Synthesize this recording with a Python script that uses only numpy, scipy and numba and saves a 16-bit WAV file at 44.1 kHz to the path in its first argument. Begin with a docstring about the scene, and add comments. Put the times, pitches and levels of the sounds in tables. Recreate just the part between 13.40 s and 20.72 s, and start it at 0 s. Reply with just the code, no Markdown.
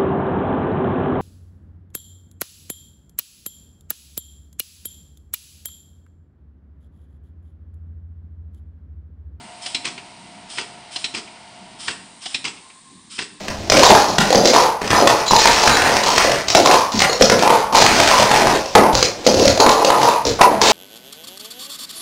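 """Speed stacking in a bare room

Hard plastic cups go up and down at speed on a mat-covered table, heard direct and off a lively room.
Each contact ticks in the thin walls and pops the air in the cup; hard landings thud the table. A dense
clatter runs between the clear blows, and rubbing rims sing briefly. The microphone is a small camera's:
it rides its gain, overloads, samples slowly and holds each sample."""
import sys
import numpy as np
from scipy import signal
from scipy.io import wavfile
from scipy.ndimage import uniform_filter1d
from numba import njit

SR = 44100
rng = np.random.default_rng(int(sys.argv[2]) if len(sys.argv) > 2 else 0)


def master_out(mix):
    """Clip the mix to full scale and print it as 16-bit PCM to the path in sys.argv[1]."""
    frames = np.transpose(np.atleast_2d(mix))
    ceiling = np.clip(frames, -1, 1)
    pcm = np.round(ceiling * 32767).astype(np.int16)
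    wavfile.write(sys.argv[1], SR, pcm)


N = 322812

# Levels in the tables are relative, taken ahead of the camera.
# clear blows: (time [s], wall tick level [dB], tick centre [Hz], air pop level [dB], pop pitch [Hz])
CUP_BLOWS = [(0.0824, -14, 1500, -50, 530), (0.2988, -6, 4830, -18, 610), (0.3204, -3.5, 1700, -14, 600),
             (0.3691, -2, 2150, -20, 540), (0.3935, -5.5, 3210, -18, 604), (0.4334, 0, 2790, -0.5, 958),
             (0.4504, -1, 5070, -6, 760), (0.5044, 3, 2410, 10, 825), (0.5244, -10, 2330, 2, 665),
             (0.5496, 18, 1490, 8.5, 1006), (0.7833, 15.5, 2070, -13, 730), (0.9044, 1, 2070, -5.5, 516),
             (0.9273, 1, 4700, -5, 784), (0.947, 1, 2020, 0, 493), (0.9556, 0, 5000, -18, 446),
             (1.055, 5.5, 5130, -3, 485), (1.073, 2, 5400, -16, 420), (1.1483, 2, 1400, -6.5, 760),
             (1.1615, 1.5, 5080, 4, 965), (1.2002, -3, 5290, -0.5, 980), (1.2701, -28, 2350, -13, 920),
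             (1.4168, -17, 1550, -23.5, 420), (1.476, -12.5, 3140, -33, 970), (1.504, -8, 1660, -29, 353),
             (1.512, -5.5, 1590, -40, 520), (1.5309, -28, 1590, -17.5, 960), (1.6234, -26, 2370, -15, 563),
             (1.6728, 2.5, 2400, -7.5, 1076), (1.8821, -19, 4120, -38, 484),
             (1.9084, -17.5, 5200, -11, 955), (1.9334, -24, 2450, -7, 864), (1.9633, -0.5, 4150, -22, 507),
             (2.0173, -5, 1640, -29, 745), (2.0557, 3, 1660, -2, 906), (2.0728, 6, 2010, -18, 830),
             (2.167, -18, 3760, -13, 1080), (2.2358, -6.5, 4090, -12, 860), (2.2754, 4, 1770, -11.5, 1200),
             (2.2944, -6, 1980, -19, 1160), (2.3697, 0, 1870, -26, 1130), (2.4189, -5, 1890, -23, 816),
             (2.4729, -10, 1670, -21, 850), (2.5679, -9.5, 1980, -27, 600), (2.644, -23, 4970, -21, 890),
             (2.6883, -29, 3900, -17, 920), (2.7792, 0, 1740, -29, 1080), (2.8455, -12, 1400, -18.5, 490),
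             (2.8944, -13, 1530, -19, 573), (2.917, -8.5, 1800, -35, 510), (3.0832, -9, 4710, -46, 666),
             (3.1016, -12, 5020, -30, 670), (3.1492, 5.5, 2970, -3, 650), (3.2004, -5, 3770, -9, 655),
             (3.2586, 5, 5200, 0, 990), (3.2724, 1, 2510, -4, 614), (3.3112, 4, 2420, -7, 493),
             (3.3413, -5, 4720, 2.5, 950), (3.3954, -16, 1860, -16, 1090), (3.5914, -4, 4670, -33, 454),
             (3.6023, -0.5, 1980, -29, 1130), (3.6187, 2.5, 1940, -10, 757), (3.696, -12, 1460, -20, 496),
             (3.73, -15, 4210, -44, 530), (3.8104, -6, 1600, -5, 518), (3.8217, 5, 5150, -20, 640),
             (3.8536, -5, 5300, -21, 620), (3.8979, 6, 2500, -8.5, 487), (3.918, -5, 5190, -6, 493),
             (3.941, -21, 2820, -13.5, 403), (3.9914, -3.5, 2470, -18, 404), (4.0243, -4.5, 2350, -13, 686),
             (4.0341, -10, 2440, -8, 860), (4.0758, -3, 2400, -4, 930), (4.1024, -2.5, 1980, -3, 887),
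             (4.349, -8, 2370, -6, 865), (4.4218, 6, 1630, -1.5, 870), (4.4629, 7.5, 2330, -9, 1120),
             (4.563, -7, 1500, -21, 557), (4.5996, 7.5, 1580, -11, 630), (4.675, 3.5, 1580, -15, 778),
             (4.7131, -10, 1760, -3.5, 1030), (4.7396, -10, 1640, -9, 929), (4.78, -5, 4070, -8.5, 960),
             (4.798, -3, 1930, -9, 616), (4.9132, -2, 1980, -12.5, 844), (4.9596, -4.5, 1800, -30, 816),
             (5.0697, -10, 2210, -15.5, 990), (5.258, -23.5, 4300, -34, 525), (5.3518, 8, 1490, -1, 863),
             (5.3797, -0.5, 2000, -10, 483), (5.4354, -5, 1540, -7, 780), (5.4644, -7.5, 1910, -23, 885),
             (5.551, -1.5, 4860, -14.5, 501), (5.6266, 0, 4830, -13.5, 484), (5.6571, -5, 3580, -19.5, 510),
             (5.8652, -1, 5100, -6.5, 510), (5.873, -4.5, 3790, -11.5, 490), (5.9126, -10, 4960, -21, 433),
             (5.9424, -7, 4990, -10, 505), (5.9963, -6.5, 4470, -8.5, 404), (6.0264, -8, 4990, -10.5, 483),
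             (6.0541, -3, 4540, -7, 541), (6.0785, 1.5, 4460, -21, 570), (6.1749, -10, 4510, -13.5, 627),
             (6.2007, 4.5, 4800, -13, 500), (6.2632, 5, 1430, -3, 950), (6.2922, 2, 4270, -9.5, 860),
             (6.317, -7, 4190, -7.5, 1010), (6.4467, -1, 4080, -9, 518), (6.5023, 0, 1740, -4.5, 947),
             (6.6149, -5.5, 1470, -17, 1140), (6.6302, -6, 5160, -7.5, 935), (6.6864, -10, 2890, -10, 930),
             (6.7361, -18, 2590, -19, 940), (6.8513, -16, 5310, -23, 500), (6.8669, -19, 4200, -24.5, 454),
             (7.013, 8.5, 1580, 1.5, 962), (7.2145, 1.5, 4490, -7, 894), (7.2846, -6, 3930, -18, 755)]
# hand moves that slide and nest cups:
# (start [s], length [s], wall level [dB], wall centre [Hz], air level [dB], air pitch [Hz])
HAND_MOVES = [(0.0, 0.57, -38.5, 2970, -36, 630), (0.321, 0.22, -18, 3000, -14, 510),
              (0.424, 0.069, -3.5, 4180, -5, 940), (0.496, 0.074, 5.5, 2800, 10, 660),
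              (.55, .06, 5, 3350, 6.5, 817), (0.678, 0.037, -4.5, 4150, -4, 704),
              (.78, 0.087, -7, 2800, -8, 780), (0.91, .05, -16, 3800, -10, 606),
              (0.954, 0.12, -16, 4300, -8, 560), (1.044, 0.059, -8, 4050, -7, 510),
              (1.129, 0.098, -4.5, 3100, 0, 870), (1.27, 0.032, -35, 2700, -23.5, 910),
              (1.409, 0.039, -20.5, 1910, -28, 554), (1.526, .11, -20.5, 2430, -15, 960),
              (1.614, 0.059, -27, 2570, -20, 694), (1.666, 0.044, -13.5, 3030, -7, 900),
              (1.74, 0.058, -20.5, 2230, -25, 880), (1.858, .04, -25.5, 4200, -44, 900),
              (1.907, .06, -16, 4100, -17.5, 870), (1.98, .05, -10.5, 3800, -32, 700),
              (2.065, 0.087, -6, 2800, -14, 800), (2.176, 0.099, -13, 2960, -15, 850),
              (2.278, 0.069, -11, 2400, -12, 820), (2.395, .12, -17, 2010, -17, 800),
              (2.514, 0.049, -19, 2400, -19.5, 783), (2.627, 0.11, -17.5, 3300, -18.5, 923),
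              (2.757, 0.093, -15, 2700, -23, 845), (2.852, 0.15, -24.5, 2000, -30.5, 656),
              (3.068, 0.049, -30, 4500, -32, 696), (3.16, 0.09, -13, 3400, -6, 593),
              (3.247, 0.061, -15, 3600, -4, 750), (3.314, 0.063, -3.5, 2970, 0, 870),
              (3.515, 0.063, -16.5, 3800, -24, 700), (3.614, 0.085, -28, 2500, -41, 755),
              (3.795, .09, -22, 4600, -26, 503), (3.918, 0.083, -18.5, 3400, -20, 490),
              (4.017, .06, -22, 2500, -12, 800), (4.087, 0.081, -11, 2620, -5.5, 875),
              (4.321, .02, -21, 2600, -11, 880), (4.343, 0.14, -6, 3800, -7, 880),
              (4.457, 0.12, -3.5, 2200, -9.5, 704), (4.598, 0.098, -5, 2600, -12, 690),
              (4.705, .12, -7.5, 2530, -13, 920), (4.835, 0.15, -14.5, 2320, -16.5, 800),
              (5.005, 0.16, -19.5, 2040, -18.5, 628), (5.193, 0.17, -36, 3000, -35, 760),
              (5.351, 0.082, -14, 1920, 1.5, 812), (5.525, 0.11, -17, 3700, -38, 563),
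              (5.71, .12, -34, 3300, -34, 570), (5.843, 0.023, -25, 4300, -34, 506),
              (5.876, 0.056, -16, 4200, -11.5, 515), (5.965, .14, -17, 4300, -14, 517),
              (6.145, 0.047, -38, 4100, -27, 650), (6.195, 0.1, -22, 3500, -0.5, 885),
              (6.32, 0.088, -16, 3080, -8.5, 830), (6.454, 0.14, -16.5, 2600, -8.5, 834),
              (6.607, 0.086, -18, 3030, -11, 894), (6.857, 0.041, -23.5, 4360, -24, 437),
              (6.986, .02, -29, 2200, -16, 1100), (7.007, 0.069, -17, 1760, -0.5, 807),
              (7.087, 0.057, -17.5, 1660, -22, 660), (7.208, 0.096, -4.5, 3470, -6, 824)]
# stacks landing hard enough to shake the table: (time [s], top level [dB], legs level [dB])
STACK_LANDINGS = [(.084, -34, -29), (.18, -38, -30), (.3, -18.5, -32), (.36, -27, -32), (0.508, -4, -19),
                  (.68, 1, -38), (0.785, 1, -40), (0.949, 2, -36), (1.16, -45, -23), (1.416, -22.5, -44),
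                  (1.499, -23, -24), (1.68, -40, -39), (1.909, -20, -24), (2.28, -22, -45),
                  (2.72, -48, -46), (3.149, -20, -30), (3.538, -7.5, -25), (3.812, -6.5, -41),
                  (3.921, -9, -50), (4.502, -8.5, -50), (4.78, -12, -45), (4.85, -33, -37),
                  (5.04, -28, -27), (5.384, -2, -38), (5.46, -10.5, -40), (5.53, -40, -11),
                  (5.867, -10, -40), (5.904, -10, -25), (5.96, -30, -18), (6.06, -13, -16),
                  (6.867, -36, -25), (7.011, -30, -34), (7.14, -16, -45), (7.215, -37, -26)]
# rims rubbing: (start [s], length [s], pitch [Hz], level [dB])
RIM_RUBS = [(1.498, 0.019, 1800, -18), (1.56, 0.017, 5050, -19), (1.878, 0.024, 4060, -17.5),
            (2.02, .1, 1760, -21), (2.285, 0.081, 4000, -15), (2.37, 0.087, 1900, -24),
            (2.57, .04, 1950, -26), (3.25, 0.053, 4100, -19), (3.596, 0.056, 1990, -19),
            (3.693, 0.034, 4300, -19), (3.99, .1, 2450, -22), (5.38, 0.043, 2020, -14),
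            (6.292, 0.055, 4200, -16), (6.45, .06, 4100, -26)]
# modes of a cup's wall: (frequency [Hz], level [dB], t60 [s])
WALL_MODES = [(1570, 7, 0.0018), (1930, -3.5, 0.0055), (2450, -1.5, 0.005), (2700, -5.5, 0.0039),
              (3074, -3.5, 0.0057), (3610, -7, 0.011), (4187, 0, 0.0084), (4494, 1.5, 0.0039),
              (5056, 8, 0.0034), (5520, -6.5, 0.0044)]
# modes of the air in a cup: (multiple of the pitch [ratio], level [dB], t60 [cycles])
AIR_MODES = [(.55, 2.5, 10.4), (.78, 1.5, 10.2), (1.011, 2.5, 24.7), (1.223, 7.5, 8.4)]
# modes of the table top: (frequency [Hz], level [dB], t60 [s])
TOP_MODES = [(122, -18, 0.22), (143, -11.5, 0.1), (206.3, 2.5, 0.17), (259, -2, 0.089)]
# modes of the table's legs and frame: (frequency [Hz], level [dB], t60 [s])
LEG_MODES = [(32, -8, 0.08), (42, -9, 0.043), (73, -2.5, 0.084), (106, 0.5, 0.064)]
# reverberation of the room: (frequency [Hz], t60 [s])
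ROOM_DECAY = [(100, 0.32), (400, 0.25), (1000, 0.42), (3000, 0.2), (5500, 0.25)]
# room tone at the microphone: (frequency [Hz], spectral density [dB])
ROOM_TONE_SPECTRUM = [(15, -38), (25, -39.5), (76, 11), (113, -14), (152, -19.5), (429, 17), (526, 38),
                      (5500, 42), (7150, -66), (12100, -120)]

TICK_DRIVE_DB, POP_DRIVE_DB, THUD_DRIVE_DB = -13.5, 11, -27   # from table level to strike strength
CLATTER_PER_S = 1400


def blows():
    """Clear contacts of cup on cup and cup on mat: walls tick, the air pops, the table thuds."""
    time_s, tick_db, tick_hz, pop_db, pop_hz = np.transpose(CUP_BLOWS)
    land_s, top_db, legs_db = np.transpose(STACK_LANDINGS)
    detune = held(time_s, 1 + 0.032 * rng.standard_normal(len(time_s)))
    tick_strike = rim_contact(striker(time_s, tick_db + TICK_DRIVE_DB, spread_db=0.33))
    ticks = cup_walls(held(time_s, tick_hz), detune, tick_strike, focus_db_per_octave=6.0)
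    pop_strike = striker(time_s, pop_db + POP_DRIVE_DB, spread_db=0.14)
    pops = cup_air(held(time_s, pop_hz), pop_strike, focus_db_per_octave=16.5)
    top = table_ring(TOP_MODES, striker(land_s, top_db + THUD_DRIVE_DB, spread_db=2.0))
    legs = table_ring(LEG_MODES, striker(land_s, legs_db + THUD_DRIVE_DB, spread_db=2.0))
    return ticks + soften(pops, hz=1800) + soften(top + legs, hz=400)


def clatter():
    """Many small uneven contacts drive walls, air and table; the cups in hand set the colour."""
    start_s, length_s, wall_db, wall_hz, air_db, air_hz = np.transpose(HAND_MOVES)
    contacts = rng.random(N) < CLATTER_PER_S / SR
    sizes = contacts * from_db(1.55 * np.minimum(rng.exponential(1, N), 4))

    def strike():
        return sizes * rng.standard_normal(N)

    detune = np.repeat(1 + 0.06 * rng.standard_normal(N // 2000 + 1), 2000)[:N]   # a new cup every 45 ms
    rattle = cup_walls(held(start_s, wall_hz), detune, strike, focus_db_per_octave=6.0)
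    hollow = soften(cup_air(held(start_s, air_hz), strike, focus_db_per_octave=-1.9), hz=1500)
    rattle_gain = swell(start_s, length_s, wall_db, attack_s=0.005, fade_db_per_s=223)
    hollow_gain = swell(start_s, length_s, air_db, attack_s=0.005, fade_db_per_s=242)
    return rattle_gain * unit_rms(rattle) + hollow_gain * unit_rms(hollow) + table_shake(strike)


def cup_walls(centre_hz, detune, strike, focus_db_per_octave):
    """Where a cup is hit and held favours the wall modes near a centre and shifts them a little."""
    tick = 0
    for hz, db, t60 in WALL_MODES:
        gain = from_db(db - focus_db_per_octave * np.abs(np.log2(hz / centre_hz)))
        tick += gain * ring(strike(), hz * detune, np.full(N, t60))
    return tick


def cup_air(pitch_hz, strike, focus_db_per_octave):
    """The hollow pop: air modes follow the free volume in the cup; a small cup radiates no bass."""
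    pop = 0
    for ratio, db, cycles in AIR_MODES:
        hz = ratio * pitch_hz
        gain = from_db(db - focus_db_per_octave * abs(np.log2(ratio)))
        pop += gain * ring(strike(), hz, cycles / hz)
    return signal.sosfilt(signal.butter(2, 220, "high", fs=SR, output="sos"), pop)


def striker(time_s, db, spread_db):
    """A source of clicks at set times; each call draws new signs and slightly new strengths."""
    def strike():
        strengths = from_db(db + spread_db * rng.standard_normal(len(db)))
        clicks = np.zeros(N)
        clicks[np.round(time_s * SR).astype(int)] = strengths * rng.choice([-1, 1], len(db))
        return clicks
    return strike


def rim_contact(strike, contact_s=0.0042):
    """A rim meets point after point, spreading each click into a short rough burst."""
    decay = np.exp(-1 / (contact_s * SR))
    return lambda: signal.lfilter([1], [1, -decay], strike() + 1e-18) * rng.standard_normal(N)


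def rim_rubs():
    """Friction between rims makes a single wall mode sing."""
    start_s, length_s, hz, db = np.transpose(RIM_RUBS)
    singing = ring(rng.standard_normal(N), held(start_s, hz), t60=np.full(N, 0.029))
    return swell(start_s, length_s, db, attack_s=0.0028, fade_db_per_s=400) * unit_rms(singing)


def table_ring(modes, strike):
    """The table rings at fixed modes, each struck with strengths of its own."""
    return sum(from_db(db) * ring(strike(), np.full(N, float(hz)), np.full(N, t60))
               for hz, db, t60 in modes)


def table_shake(strike):
    """Top and legs rumble after each landing and never quite rest."""
    land_s, top_db, legs_db = np.transpose(STACK_LANDINGS)
    length_s = np.full(len(land_s), 0.013)

    def shake(modes, db, fade_db_per_s, idle_db, cutoff_hz):
        gain = from_db(idle_db) + swell(land_s, length_s, db, attack_s=0.0082, fade_db_per_s=fade_db_per_s)
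        return gain * unit_rms(soften(table_ring(modes, strike), cutoff_hz))

    top = shake(TOP_MODES, top_db, fade_db_per_s=350, idle_db=-44, cutoff_hz=377)
    legs = shake(LEG_MODES, legs_db, fade_db_per_s=254, idle_db=-46, cutoff_hz=202)
    return top + legs


def room_reflections(x, places=5):
    """Diffuse reflections die band by band; each place on the table has its own tail."""
    t = np.arange(SR // 2) / SR
    build_up = np.clip((t - .005) / .02, 0, 1)   # they reach the microphone 5 ms after the direct sound
    place = np.repeat(rng.integers(0, places, N // 3000 + 1), 3000)[:N]
    reflections = 0
    for k in range(places):
        tail = build_up * sum(band * from_db(-60 * t / at_hz(ROOM_DECAY, hz))
                              for hz, band in noise_bands(len(t)))
        tail /= np.sqrt(np.sum(tail ** 2))
        reflections += signal.fftconvolve(x * (place == k), tail)[:N]
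    return reflections


def room_tone():
    """The steady hush of the room behind the cups."""
    return unit_rms(sum(from_db(at_hz(ROOM_TONE_SPECTRUM, hz)) * band for hz, band in noise_bands(N)))


@njit
def ring(drive, hz, t60):
    """One mode: a unit click sets a sine of height 1 ringing; the pitch may move."""
    out, last, before = np.zeros(len(drive)), 0.0, 0.0
    for i in range(len(drive)):
        decay = 1000.0 ** (-1 / (t60[i] * SR))
        angle = 2 * np.pi * hz[i] / SR
        out[i] = 2 * decay * np.cos(angle) * last - decay ** 2 * before + np.sin(angle) * drive[i] + 1e-20
        last, before = out[i], last
    return out


def soften(x, hz):
    """A soft contact passes no treble."""
    return signal.sosfilt(signal.butter(3, hz, fs=SR, output="sos"), x)


def swell(start_s, length_s, db, attack_s, fade_db_per_s):
    """Gain in time: each event rises, holds for its length and fades; powers add."""
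    hop = 32
    since_s = np.arange(0, N, hop) / SR - start_s[:, None]
    rise = np.clip(since_s / attack_s, 0, 1)
    fade_db = fade_db_per_s * np.maximum(since_s - length_s[:, None], 0)
    gains = rise * from_db(db[:, None] - fade_db)
    return np.repeat(np.sqrt(np.sum(gains ** 2, axis=0)), hop)[:N]


def held(start_s, values):
    """Each event's value lasts until the next event starts."""
    latest = np.searchsorted(np.round(start_s * SR), np.arange(N), "right") - 1
    return values[np.maximum(latest, 0)]


def noise_bands(samples):
    """Yield centre frequency and signal of each half-octave band of white noise."""
    white = rng.standard_normal((2, samples))   # neighbouring bands draw on independent noise
    edges = 25 * 2 ** np.arange(0, 8.6, .5)
    for k, (low, high) in enumerate(zip(edges, edges[1:])):
        bandpass = signal.butter(2, [low, high], "band", fs=SR, output="sos")
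        yield np.sqrt(low * high), signal.sosfilt(bandpass, white[k % 2])


def at_hz(points, hz):
    """Read a table on a log-frequency axis."""
    frequencies, values = np.transpose(points)
    return np.interp(np.log(hz), np.log(frequencies), values)


def from_db(db):
    """dB to gain."""
    return 10 ** (np.asarray(db) / 20)


def unit_rms(x):
    """Scale to rms 1."""
    return x / np.sqrt(np.mean(x ** 2) + 1e-20)


def gain_control(x, knee_db, attack_s, release_db_per_s):
    """Loud blows get through for a few ms before the camera's gain drops; it recovers slowly."""
    level_db = 10 * np.log10(uniform_filter1d(x ** 2, SR // 500) + 1e-12)
    over_db = np.maximum(level_db - knee_db, 0)
    release_db = release_db_per_s * np.arange(N) / SR
    cut_db = np.maximum.accumulate(over_db + release_db) - release_db
    lag = np.exp(-1 / (attack_s * SR))
    return x * from_db(-signal.lfilter([1 - lag], [1, -lag], cut_db))


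def scene():
    """At the microphone, in mono: the cups direct, their reflections a little lower, and room tone."""
    clear = blows()
    dense = clatter() + rim_rubs()
    reflections = room_reflections(from_db(-4.0) * clear + from_db(-6.5) * dense)
    return (clear + dense + reflections + from_db(-38) * room_tone())[None]


def record(dry):
    """The small camera: gain control, overload, slow sampling with held samples, smoothing, steep cut."""
    hold = 4   # samples; holding mirrors the spectrum around 11 kHz
    ridden = gain_control(dry[0], knee_db=-4.5, attack_s=0.026, release_db_per_s=50.5)[None]
    anti_alias = signal.cheby2(10, 50, SR / hold * 0.691, fs=SR, output="sos")
    clipped = np.clip(signal.sosfilt(anti_alias, ridden), -.92, .92)
    stepped = np.repeat(clipped[:, ::hold], hold, axis=1)[:, :N]
    smooth = signal.sosfilt(signal.butter(1, 9000, fs=SR, output="sos"), stepped)
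    smooth = signal.sosfilt(signal.butter(2, 12000, fs=SR, output="sos"), smooth)
    return signal.sosfilt(signal.ellip(10, .5, 60, 15800, fs=SR, output="sos"), smooth)


dry = scene()
out = record(dry)
master_out(out)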